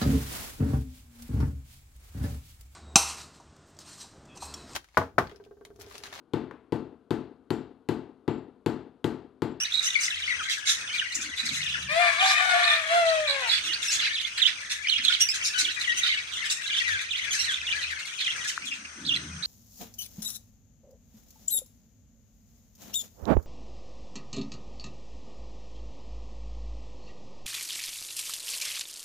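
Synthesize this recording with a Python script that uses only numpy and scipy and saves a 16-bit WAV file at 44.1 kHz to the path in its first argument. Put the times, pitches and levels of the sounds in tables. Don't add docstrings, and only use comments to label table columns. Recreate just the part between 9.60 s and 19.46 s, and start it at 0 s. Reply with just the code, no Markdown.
import sys
import numpy as np
from scipy import signal
from scipy.fft import rfft, irfft, next_fast_len
from scipy.io import wavfile
from scipy.ndimage import uniform_filter1d

SR = 44100
rng = np.random.default_rng(int(sys.argv[2]) if len(sys.argv) > 2 else 0)


def digitize_waveform(pressure):
    field = np.atleast_2d(pressure).T
    bounded = np.clip(field, -1, 1)
    quanta = np.round(bounded * 32767).astype(np.int16)
    wavfile.write(sys.argv[1], SR, quanta)


N = 434826
TIME = np.arange(N) / SR

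# f/Hz, density/dB
HISS_SPECTRUM = [(30, -10), (110, 0.5), (300, -6), (800, -8.5), (1100, -2.5), (1450, 7), (2300, -4.5),
                 (3900, -9.5), (5200, -2.5), (6300, 6.5), (7200, -19), (8600, -2), (10000, -26),
                 (14000, -40)]
# t/s, level/dB
HUM_LEVEL = [(0.0, -58), (0.47, -76), (0.58, -54), (0.88, -68), (2.36, -53), (2.39, -65.5), (6.78, -61.5),
             (6.97, -99), (7.3, -49), (7.39, -61.5), (8.35, -51), (8.43, -85), (9.72, -50), (9.86, -70)]
# t/s, length/s, centre f/Hz, level/dB
HAND_RUBS = [(1.551, 0.17, 269, -53), (1.823, 0.13, 230, -48.5), (1.861, 0.53, 153, -52),
             (4.038, 0.086, 314, -56.5), (5.375, 0.12, 242, -57.5), (6.013, 0.1, 312, -56.5),
             (6.3, 0.11, 322, -62), (8.973, 0.32, 241, -58), (9.337, 0.4, 270, -49.5),
             (9.38, 0.49, 163, -48)]
# f/Hz, difference/dB
PORT_DIFFERENCE = [(100, 1), (400, 0.5), (1200, 6.5), (2300, 7), (4000, -5.5), (5500, 2), (8000, 7.5),
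                   (13000, 12.5)]
# t/s, level/dB
FLOCK_LEVEL = [(0.0, -38), (0.19, -44.5), (.75, -41), (1.5, -38.5), (1.67, -40.5), (2.0, -35),
               (2.25, -40.5), (3.85, -38.5), (4.01, -40), (4.2, -40), (4.5, -35), (4.7, -40.5),
               (5.16, -42.5), (5.42, -40), (5.79, -40.5), (6.17, -38.5), (6.3, -37), (6.56, -38),
               (6.68, -44.5), (6.75, -34), (7.0, -41), (7.17, -34.5), (7.46, -38.5), (7.85, -37.5),
               (8.41, -39.5), (8.7, -39.5), (8.9, -36.5), (8.98, -50.5), (9.08, -37), (9.26, -56.5),
               (9.86, -50)]
# t/s, pitch f/Hz, fundamental level/dB, overtone level/dB, hoarseness (held to 0-1)
CROW_LEAD = [(2.283, 563, -54, -37, 0.19), (2.326, 624, -30, -30, .1), (2.39, 692, -21.5, -27, 0.3),
             (2.436, 715.5, -24.5, -32, 0.76), (2.481, 680, -33, -34, 0.89), (2.565, 651, -54, -36, 0.92),
             (2.625, 764, -20, -36, 0.76), (2.68, 769, -29, -36, 1.23), (2.771, 707, -47, -43, 1.13),
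             (2.815, 737, -24, -31.5, 0.58), (2.9, 732, -32.5, -26, 0.55), (2.946, 703, -24.5, -30, .7),
             (3.03, 702, -31.5, -34, 0.9), (3.2, 657.4, -46, -39, 0.98), (3.281, 639, -44, -46, 0.77),
             (3.319, 681, -24.5, -27.5, 0.3), (3.38, 695, -20, -26.5, .1), (3.448, 661, -27, -34.5, 0.11),
             (3.54, 644, -25, -32, 0.2), (3.651, 607, -35, -41.5, 0.21), (3.69, 567, -37.5, -31, 0.6),
             (3.79, 539.5, -40, -36, 0.65), (3.9, 436, -65, -37.5, 0.4)]
# t/s, pitch f/Hz, level/dB
CROW_SECOND = [(2.37, 596, -54), (2.42, 596, -22.5), (2.48, 587, -27.5), (2.55, 562.6, -31),
               (2.62, 595, -28), (2.71, 575, -30), (2.765, 613, -25.5), (2.82, 588, -27), (2.86, 584, -41),
               (2.94, 570, -28), (3.05, 597, -26), (3.15, 587, -28), (3.25, 566.6, -38.5), (3.32, 558, -26),
               (3.41, 561, -77), (3.5, 560, -92)]
# f/Hz, level/dB
ROOSTER_THROAT = [(450, -16.5), (700, 5), (1000, -20.5), (1300, -15), (1750, -12.5), (2050, -19),
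                  (2380, -9.5), (2900, -24.5), (3550, -20), (4300, -28.5), (6000, -36.5), (9500, -40),
                  (13000, -59)]
# f/Hz, width/Hz, level/dB
THROAT_MODES = [(2565, 2150, 0.5), (3695, 640, 3.5)]
BEAK_MODES = [(6110, 2400, -1.5), (7850, 1460, -11), (10420, 3400, -32)]
# t/s, lag of the left ear/ms, left over right level/dB
BEARINGS = [(0, 0.26, 3.5), (1.5, 0.049, -3), (2.201, -.28, 1), (3.7, -0.12, -14), (4.8, 0.086, -10),
            (5.4, .08, -5.5), (6, .22, -7), (9.86, 0.3, -1.5)]
# t/s, length/s, throat level/dB, treble level/dB
RASP_CALLS = [(0.221, 0.049, -35, -33), (0.392, 0.084, -38.5, -32.5), (0.884, 0.065, -32, -34),
              (1.056, 0.078, -27, -27), (1.552, 0.0026, -44, -29.5), (1.615, 0.011, -42, -35),
              (1.773, 0.044, -34, -45), (1.855, 0.014, -42, -32.5), (1.914, 0.086, -39.5, -38.5),
              (2.589, 0.18, -30.5, -36), (3.875, 0.11, -29.5, -42.5), (4.034, 0.055, -34.5, -38.5),
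              (4.212, 0.064, -37, -36.5), (4.3, 0.076, -32.5, -29.5), (4.393, 0.1, -33, -66),
              (4.775, 0.016, -29.5, -41), (4.865, 0.03, -31, -51), (5.099, 0.042, -32, -34.5),
              (5.441, 0.0071, -33, -35.5), (5.485, 0.067, -32, -51), (5.597, 0.025, -31, -33),
              (5.743, 0.017, -35, -34), (5.834, 0.043, -33.5, -28), (5.976, 0.045, -28.5, -27),
              (6.199, 0.03, -33.5, -40), (6.364, 0.025, -36, -36), (6.421, 0.071, -28, -67),
              (6.844, 0.032, -37, -48), (6.898, 0.027, -31, -29), (7.275, 0.015, -36.5, -40),
              (7.71, 0.066, -38, -33.5), (7.783, 0.086, -34, -39), (8.21, 0.036, -35, -52),
              (8.586, 0.04, -32.5, -53), (8.873, 0.027, -39, -33), (9.048, 0.05, -47, -50)]
# t/s, length/s, lowest f/Hz, level/dB
CONTACT_ROWS = [(.305, 0.053, 2840, -36), (0.505, 0.046, 2610, -29.5), (0.622, 0.036, 2920, -29.5),
                (0.724, 0.039, 2540, -34), (1.27, 0.073, 2910, -34), (2.058, 0.064, 2690, -31),
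                (2.11, 0.049, 2800, -35.5), (2.594, 0.063, 2916, -24), (3.068, 0.086, 3510, -24.5),
                (3.895, 0.077, 3425, -21.5), (4.068, 0.066, 2840, -27.5), (4.389, 0.076, 2800, -27.5),
                (4.597, 0.062, 2860, -30.5), (4.817, 0.055, 2870, -21), (5.305, 0.072, 2807, -21.5),
                (5.407, 0.065, 2450, -31.5), (5.449, 0.049, 3316, -22.5), (6.046, 0.048, 2620, -25),
                (6.233, 0.082, 2640, -31), (6.436, 0.078, 3020, -32), (6.516, 0.065, 2810, -29.5),
                (6.723, 0.061, 2860, -38.5), (7.096, .056, 2780, -29), (7.145, 0.049, 2985, -26.5),
                (7.508, 0.056, 2720, -27), (7.878, 0.072, 3170, -28), (8.063, 0.06, 2750, -26.5),
                (8.661, 0.054, 2724, -27), (9.483, 0.065, 2720, -23.5)]
# t/s, length/s, middle f/Hz, level/dB
CHIRRUP_ROWS = [(.275, 0.016, 1970, -30), (.705, 0.021, 1932, -27), (5.5, 0.0092, 1450, -27),
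                (5.941, 0.052, 1484, -24.5), (6.27, 0.066, 1873, -29.5), (6.49, 0.043, 2154, -26),
                (6.573, 0.019, 2220, -28), (7.205, 0.021, 1906, -30), (7.59, 0.053, 2000, -35),
                (8.125, 0.02, 2306, -26.5)]
# t/s, length/s, middle f/Hz, level/dB
SLUR_ROWS = [(.205, 0.013, 2150, -34), (.79, 0.035, 1396, -33), (.962, 0.021, 1715, -37.5),
             (1.378, 0.024, 3340, -24), (1.412, .02, 1710, -31.5), (2.015, 0.02, 3800, -31),
             (2.14, .018, 1636, -27), (4.218, .022, 3600, -33), (4.455, 0.035, 2400, -29.5),
             (4.545, 0.028, 3560, -27.5), (4.575, 0.018, 3450, -28), (4.798, 0.008, 3230, -27),
             (4.806, 0.015, 2300, -29.5), (5.24, 0.03, 2150, -31.5), (5.38, .022, 2000, -34.5),
             (7.235, .155, 1800, -29), (7.28, 0.13, 2470, -46), (7.4, 0.039, 2760, -46),
             (7.72, 0.07, 1740, -40), (7.85, 0.1, 1680, -33.5), (7.88, 0.017, 2210, -38),
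             (8.23, 0.021, 2600, -32), (8.295, 0.02, 1960, -35), (8.318, 0.02, 1740, -31),
             (8.59, 0.071, 3560, -32.5), (8.604, 0.01, 2420, -33), (8.664, 0.017, 2260, -28),
             (8.888, .015, 2215, -33), (9.464, 0.015, 3970, -29)]
# t/s, length/s, middle f/Hz, level/dB
TWEET_ROWS = [(.043, 0.026, 3900, -32.5), (.388, 0.017, 2334, -28), (.882, 0.02, 1980, -31),
              (2.66, 0.081, 4906, -29.5), (3.03, 0.027, 3810, -25), (3.48, 0.026, 3750, -28),
              (4.133, 0.018, 4280, -26.5), (4.505, 0.033, 3380, -33), (5.27, 0.031, 2790, -23),
              (5.813, 0.024, 2580, -28), (6.78, .03, 3350, -37), (7.437, .024, 2480, -36),
              (7.595, 0.029, 2740, -34), (9.022, .016, 2430, -37), (9.25, 0.0095, 2380, -35.5),
              (9.449, 0.011, 3900, -34.5), (9.825, .012, 3800, -32.5)]
# t/s, length/s, top f/Hz, level/dB
PEEP_ROWS = [(.115, 0.12, 3846, -27.5), (.343, 0.007, 3540, -27.5), (.55, 0.045, 3470, -36),
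             (.675, 0.032, 2230, -28.5), (1.32, 0.06, 2380, -31), (3.67, 0.062, 4045, -27),
             (7.06, 0.037, 3990, -32), (9.113, 0.028, 2730, -31.5), (9.835, 0.036, 4200, -28)]
# t/s, length/s, middle f/Hz, level/dB
PIP_ROWS = [(0.301, 0.01, 3660, -27), (0.35, 0.021, 2237, -19), (.459, .011, 5280, -31),
            (0.477, 0.013, 2000, -27), (0.723, 0.0066, 1890, -23), (1.55, 0.0069, 5780, -28),
            (2.604, 0.0055, 3220, -28), (3.679, 0.0069, 3787, -25), (3.703, 0.014, 3988, -23),
            (4.795, 0.0061, 3420, -33), (4.815, 0.02, 3580, -16.5), (4.858, 0.015, 3520, -16.5),
            (5.295, 0.009, 4030, -19.5), (5.449, 0.0052, 3890, -14.5), (5.48, 0.011, 3480, -15),
            (5.524, .006, 3040, -19), (5.533, 0.0126, 3830, -22), (5.547, .006, 3100, -19.5),
            (6.899, 0.0052, 4670, -25.5), (6.484, 0.0093, 3600, -40), (6.498, 0.01, 2220, -24),
            (6.512, 0.0095, 3640, -28), (7.14, 0.011, 3340, -28), (7.181, 0.019, 3445, -28),
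            (7.941, 0.0061, 3520, -22), (8.667, 0.0088, 3445, -31), (9.115, 0.0064, 2480, -26),
            (9.131, 0.013, 2565, -30), (9.49, .008, 3460, -29), (9.56, 0.0061, 4110, -24)]
# t/s, length/s, first f/Hz, middle f/Hz, last f/Hz, level/dB
SQUEAK_ROWS = [(0, 0.041, 2570, 2893, 3050, -25), (0.254, 0.036, 3330, 2935, 3700, -24),
               (0.42, 0.039, 2815, 2890, 3860, -28.5), (4.26, 0.063, 3420, 2660, 3320, -26),
               (4.323, 0.047, 2750, 3100, 3700, -35), (5.605, 0.034, 2764, 2857, 2930, -14),
               (5.686, 0.037, 2315, 2635, 2750, -23), (5.867, 0.0235, 2830, 2660, 2850, -24),
               (6.372, 0.03, 2960, 3060, 3330, -25.5), (7.707, 0.036, 3470, 3120, 3200, -26),
               (7.79, 0.035, 2800, 2780, 2930, -23)]
# f/Hz, level/dB
SQUEAK_SPECTRUM = [(2000, 3.5), (3000, -8), (4200, 8), (5600, 0), (7000, -2.5), (8600, -16), (11000, -20.5),
                   (14000, -30)]

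HISS_DB, FLOCK_DB = -45.5, 2
AVIARY_T60_S, ECHO_CHANGE_S = 0.26, .4
CUTOFF_HZ = 13500
CROW_EDGE_S = 0.012
CONTACT_FROM_HZ, CONTACT_TO_HZ = 4100, 3732
OVERTONE_DB, OVERTONE_DB_PER_OCTAVE = -10, -11.5
ROUGH_PER_OCTAVE, MIDDLING_HZ = 0.71, 2340


def from_db(db):
    return 10 ** (np.asarray(db) / 20)


def rms_one(x):
    return x / np.sqrt(np.mean(x ** 2) + 1e-20)


def in_time(rows):
    t, *columns = np.transpose(rows)
    return [np.interp(TIME, t, c) for c in columns]


def at_hz(points, hz):
    known, values = np.transpose(points)
    return np.interp(np.log(np.maximum(hz, 1)), np.log(known), values)


def coloured(x, spectrum):
    size = next_fast_len(N + 4096)
    gain = from_db(at_hz(spectrum, np.fft.rfftfreq(size, 1 / SR)))
    return irfft(rfft(x, size) * gain, size)[..., :N]


def filtered(x, order, hz, kind="high"):
    return signal.sosfilt(signal.butter(order, hz, kind, fs=SR, output="sos"), x)


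def drift(rate, size):
    at = np.arange(size) * rate / SR
    knots = rng.standard_normal(size // 8 + 2)
    return np.interp(at, np.arange(len(knots)), knots) * np.sqrt(3 / 2)


def resonate(x, modes):
    return sum(from_db(db) * filtered(x, 2, [hz - width / 2, hz + width / 2], "band")
               for hz, width, db in modes)


def swell(size, edge):
    return rms_one(signal.windows.tukey(size, np.clip(edge, .05, 1)))


def add(out, sound, start, pan_db, lag_ms):
    gains = rms_one(np.array([from_db(pan_db / 2), from_db(-pan_db / 2)]))
    for ear, gain, delay in zip(out, gains, (lag_ms / 2, -lag_ms / 2)):
        i = max(0, round((start + delay / 1000) * SR))
        part = ear[i:i + len(sound)]
        part += gain * sound[:len(part)]


def bearing(when):
    t, *columns = np.transpose(BEARINGS)
    return [np.interp(when, t, c) for c in columns]


def background(hum_hz=81, waver_db=3.5, hiss_flicker_db=2.5):
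    mid, side = rng.standard_normal((2, N))
    side = coloured(side, [(100, -17), (400, -11.0), (1500, 0.5), (5000, -1.0)])
    hiss = rms_one(coloured(mid + side * [[1], [-1]], HISS_SPECTRUM))
    hiss_level = from_db(HISS_DB + hiss_flicker_db * drift(10, N))
    hum = np.sin(2 * np.pi * np.cumsum(hum_hz + 4 * drift(7.0, N)) / SR)
    hum_level = from_db(in_time(HUM_LEVEL)[0] + waver_db * drift(23, N))
    return hiss_level * hiss + hum_level * hum


def handling(width=0.35):
    out = np.zeros((2, N))
    for start, length, hz, db in HAND_RUBS:
        size = int(length * SR)
        noise = rng.standard_normal(size)
        rub = rms_one(resonate(noise, [(hz, width * hz, 0)])) * swell(size, 0.27)
        add(out, from_db(db) * rub, start, 0, 0)
    return out


def tick(at_s=8.9786, hz=1450, envelope_db=-17, width_s=0.00079):
    t = TIME - at_s
    return from_db(envelope_db) * np.exp(-(t / width_s) ** 2) * np.sin(2 * np.pi * hz * t)


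def aviary(x, t60, early_s=0.0051, early_db=6):
    t, hop = TIME[:SR // 2], int(ECHO_CHANGE_S * SR)
    tail = from_db(-60 * t / t60)
    early = from_db(early_db) * np.exp(-t / early_s)
    decay = (tail + early) * (t > .0007)
    x = np.pad(x, ((0, 0), (hop, 2 * hop)))
    out = np.zeros((2, N + 3 * hop + len(t)))
    for i in range(0, N + hop, hop):
        mid, side = rng.standard_normal((2, len(t)))
        side = filtered(side, 1, 500)
        echoes = (mid + side * [[1], [-1]]) * decay
        echoes /= np.sqrt(np.sum(echoes ** 2, axis=1, keepdims=True))
        stretch = x[:, i:i + 2 * hop] * signal.windows.cosine(2 * hop)
        wet = signal.fftconvolve(stretch, echoes, axes=1)
        out[:, i:i + wet.shape[1]] += wet
    return out[:, hop:hop + N]


def scrabble(per_s=260, level_db=-13, size_db=7.5):
    sizes = from_db(size_db * np.minimum(rng.exponential(1, N), 4)) * rng.standard_normal((2, N))
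    chance = per_s * from_db(4 * drift(20, N)) / SR
    ticks = sizes * (rng.random(N) < chance)
    return from_db(level_db + in_time(FLOCK_LEVEL)[0]) * rms_one(resonate(ticks, BEAK_MODES))


def glide(rows):
    return [uniform_filter1d(c, int(.035 * SR)) for c in in_time(rows)]


def crow_stack(multiples, hz, phase):
    size = len(phase)
    return rms_one(sum(from_db(at_hz(ROOSTER_THROAT, k * hz)) * np.sin(k * (phase + .11 * drift(420, size)))
                       for k in multiples))


def crow_voice(hz, hoarse, hiss_db):
    size = len(hz)
    shake = .007 * drift(900, size) + hoarse * (.008 * drift(60, size) + .026 * drift(420, size))
    shimmer = from_db(3.2 * hoarse * drift(260, size))
    phase = 2 * np.pi * np.cumsum(hz * (1 + shake)) / SR
    air = filtered(coloured(rng.standard_normal(N), ROOSTER_THROAT), 4, 1300)[:size]
    puffs = from_db(hiss_db) * rms_one(air * (1 + np.cos(phase)))
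    fundamental = np.sqrt(shimmer) * np.sin(phase)
    overtones = shimmer * (crow_stack(np.arange(2, 18), hz, phase) + puffs)
    halves = shimmer * crow_stack(np.arange(1, 12) + .5, hz, phase)
    return fundamental, overtones, halves


def rooster(half_db=-9, hiss_db=-11, overtones_db=-2, second_db=-2):
    start, end = CROW_LEAD[0][0], CROW_LEAD[-1][0]
    during = (TIME >= start) & (TIME <= end)
    pitch, fundamental_level, overtone_level, hoarse = [c[during] for c in glide(CROW_LEAD)]
    second_pitch, second_level = [c[during] for c in glide(CROW_SECOND)]
    hoarse = np.clip(hoarse, 0, 1)
    fundamental, overtones, halves = crow_voice(pitch, hoarse, hiss_db)
    second = crow_voice(second_pitch, hoarse, hiss_db)[1]
    note = (np.sqrt(2) * from_db(fundamental_level) * fundamental
            + from_db(overtone_level + overtones_db) * (overtones + hoarse * from_db(half_db) * halves)
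            + from_db(second_level + second_db) * second)
    note = filtered(note, 6, 480)
    t = TIME[:len(note)]
    fade = np.minimum(1, np.minimum(t, t[::-1]) / CROW_EDGE_S)
    out = np.zeros((2, N))
    add(out, fade * note, start, 0, lag_ms=-0.25)
    return out


def swoop(size, pitches, corner):
    first, middle, last = pitches
    u = np.linspace(-1, 1, size)
    return middle + (np.where(u < 0, first, last) - middle) * np.abs(u) ** corner


def whistle(length, pitches, overtone_db, rough, corner=2, flutter_db=5, third_db=-14, edge=0.4):
    size = int(length * SR)
    rough = np.clip(rough, .05, 1)
    tremor_hz = rng.uniform(250, 600) * np.exp(.25 * drift(400, size))
    tremor = np.sin(2 * np.pi * np.cumsum(tremor_hz) / SR)
    wobble = .011 * drift(180, size) + .045 * rough * (tremor + drift(1500, size))
    hz = swoop(size, pitches, corner) * (1 + wobble)
    phase = 2 * np.pi * np.cumsum(hz) / SR
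    second = np.sin(2 * phase)
    third = from_db(third_db) * np.sin(3 * phase)
    fourth = from_db(2 * third_db) * np.sin(4 * phase) * (4 * hz < SR / 2)
    flutter = from_db(flutter_db * np.sqrt(rough) * drift(208.0, size))
    loudness = swell(size, edge) * flutter * (1 + .5 * rough * tremor)
    return np.sqrt(2) * rms_one(loudness) * (np.sin(phase) + from_db(overtone_db) * (second + third + fourth))


def reedy(hz, colour):
    phase = 2 * np.pi * np.cumsum(hz) / SR
    return rms_one(sum(from_db(at_hz(colour, k * hz)) * (k * hz < SR / 2) * np.sin(k * phase)
                       for k in range(1, 6)))


def rasp(length, throat_db, treble_db, pulse_hz=260, air_db=-13, squeal_hz=2900):
    size = int((length + .02) * SR)
    pulse_rate = pulse_hz * np.exp(.2 * rng.normal() + .3 * drift(200, size))
    cycles = np.cumsum(pulse_rate) / SR
    snaps = np.diff(np.floor(cycles), prepend=0) * rng.uniform(.4, 1, size)
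    gate = np.exp(np.cos(2 * np.pi * cycles))
    puffs = rms_one(rng.standard_normal(size) * gate)
    bursts = rms_one(snaps) + from_db(air_db) * puffs
    squeal = reedy(squeal_hz * np.exp(.16 * drift(130, size)), SQUEAK_SPECTRUM) * np.sqrt(gate)
    out = np.zeros(size)
    for db, modes in ((throat_db, THROAT_MODES), (treble_db, BEAK_MODES)):
        shifted = [(hz * np.exp(.06 * rng.normal()), width, g) for hz, width, g in modes]
        voice = rms_one(resonate(bursts, shifted)) + rms_one(resonate(squeal, shifted))
        out += from_db(db) * rms_one(voice * swell(size, .85))
    return out


def warble(count=900, low_hz=1650, high_hz=3500, spread_db=4, overtone_db=-10):
    out = np.zeros((2, N))
    for k, (when, long, height, rough) in enumerate(rng.random((count, 4))):
        middle = low_hz * (high_hz / low_hz) ** height
        pitches = middle * np.exp(.2 * rng.normal([.9, 0, -.2], [1, .2, 1.2]))
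        note = whistle(.01 + .026 * long, np.maximum(pitches, 1300), overtone_db, .1 + .55 * rough, corner=1.6)
        gain = from_db(spread_db * rng.uniform(-0.37, 0.54))
        start = (k + when) / count * N / SR
        add(out, gain * note, start, pan_db=rng.normal(0, 8.3), lag_ms=rng.normal(0.14, .15))
    return rms_one(out) * from_db(FLOCK_DB + in_time(FLOCK_LEVEL)[0])


def bickering(count=70, length_s=0.0096, treble_db=-6, spread_db=5):
    out = np.zeros((2, N))
    for k, (when, long, side) in enumerate(rng.random((count, 3))):
        start = (k + when) / count * N / SR
        db = np.interp(start, *np.transpose(FLOCK_LEVEL))
        sound = rasp(length_s * (.5 + long), db, db + treble_db)
        add(out, sound, start, spread_db * (2 * side - 1), bearing(start)[0])
    return out


def rasps(pan_db=-2.0):
    out = np.zeros((2, N))
    for start, length, throat_db, treble_db in RASP_CALLS:
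        add(out, rasp(length, throat_db, treble_db), start - .01, pan_db, bearing(start)[0])
    return out


def overtone(hz):
    return OVERTONE_DB + OVERTONE_DB_PER_OCTAVE * np.log2(hz / 2000)


def squeaks(wobble=0.016, flutter_db=3, pan_db=-5):
    out = np.zeros((2, N))
    for start, length, *pitches, db in SQUEAK_ROWS:
        size = int(length * SR)
        hz = swoop(size, pitches, 2) * (1 + wobble * drift(492, size))
        loudness = swell(size, 0.15) * from_db(flutter_db * drift(310, size))
        voice = rms_one(reedy(hz, SQUEAK_SPECTRUM) * loudness)
        add(out, from_db(db) * voice, start, pan_db, bearing(start)[0])
    return out


def pips(fall=0.089, overtone_db=-17):
    out = np.zeros((2, N))
    for start, length, hz, db in PIP_ROWS:
        lag_ms, pan_db = bearing(start)
        pitches = (hz * (1 + fall), hz, hz * (1 - fall))
        note = whistle(length, pitches, overtone_db, rough=0.09, corner=0.54, edge=0.99)
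        add(out, from_db(db) * note, start, pan_db, lag_ms)
    return out


def calls(rows, first, last, corner, rough, pan_db, nasal_db):
    out = np.zeros((2, N))
    for start, length, hz, db in rows:
        roughness = rough + ROUGH_PER_OCTAVE * np.log2(hz / MIDDLING_HZ)
        pitches = (first * hz, hz, last * hz)
        note = whistle(length + 0.0053, pitches, overtone(hz) + nasal_db, roughness, corner)
        add(out, from_db(db) * note, start - .003, pan_db, bearing(start)[0])
    return out


def contact_calls(buzz_db=-9, buzz_s=0.0078, drop_db=-9, drop_s=0.029, drop_hz=2250):
    out = np.zeros((2, N))
    for start, length, lowest, db in CONTACT_ROWS:
        lag_ms, pan_db = bearing(start)
        pitches = (CONTACT_FROM_HZ, lowest, CONTACT_TO_HZ)
        note = whistle(length + .005, pitches, overtone(lowest) - 6, rough=.32, corner=1.7, edge=.25)
        drop_pitches = drop_hz * np.exp(.06 * rng.normal()) * np.array([1.35, 1, .85])
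        drop = whistle(drop_s, drop_pitches, overtone(drop_hz), rough=.5, corner=1)
        buzz = rasp(buzz_s, db + buzz_db, db + buzz_db - 22.5)
        add(out, from_db(db) * note, start - .003, pan_db, lag_ms)
        add(out, buzz, start + length - .006, pan_db, lag_ms)
        add(out, from_db(db + drop_db) * drop, start + length, pan_db, lag_ms)
    return out


def chirps():
    tweets = calls(TWEET_ROWS, first=.84, last=1.15, corner=0.94, rough=0.79, pan_db=-4.5, nasal_db=2)
    chirrups = calls(CHIRRUP_ROWS, first=1.25, last=1.08, corner=4, rough=.35, pan_db=4.0, nasal_db=-3)
    slurs = calls(SLUR_ROWS, first=1.2, last=.8, corner=1, rough=.18, pan_db=-1.5, nasal_db=-4)
    peeps = calls(PEEP_ROWS, first=.86, last=.9, corner=2, rough=.35, pan_db=-2.0, nasal_db=0)
    return contact_calls() + squeaks() + pips() + tweets + chirrups + slurs + peeps


def scene():
    whistled, rasped, far, crow = chirps(), rasps() + bickering(), warble(), rooster()
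    to_echo = from_db(0.5) * rasped + from_db(-3.0) * far + scrabble()
    birds = from_db(-4.5) * rasped + from_db(-2) * far + aviary(to_echo, AVIARY_T60_S)
    near = whistled + from_db(-2) * aviary(whistled, AVIARY_T60_S, early_s=.002, early_db=13)
    birds = filtered(birds + from_db(-4.0) * near, 6, 1250)
    scattered = coloured(crow, [(750, -6), (1300, 0)])
    crow = from_db(-0.5) * crow + from_db(3.0) * aviary(scattered, t60=0.27)
    crow = crow * from_db([[.2], [-.2]])
    return birds + crow + background() + handling() + tick()


def record(dry):
    heard = []
    for ear, sign in zip(dry, (1, -1)):
        heard.append(coloured(ear, [(hz, sign * db / 2) for hz, db in PORT_DIFFERENCE]))
    low_pass = signal.ellip(10, .2, 80, CUTOFF_HZ, fs=SR, output="sos")
    return signal.sosfilt(low_pass, np.array(heard))


dry = scene()
out = record(dry)
digitize_waveform(out)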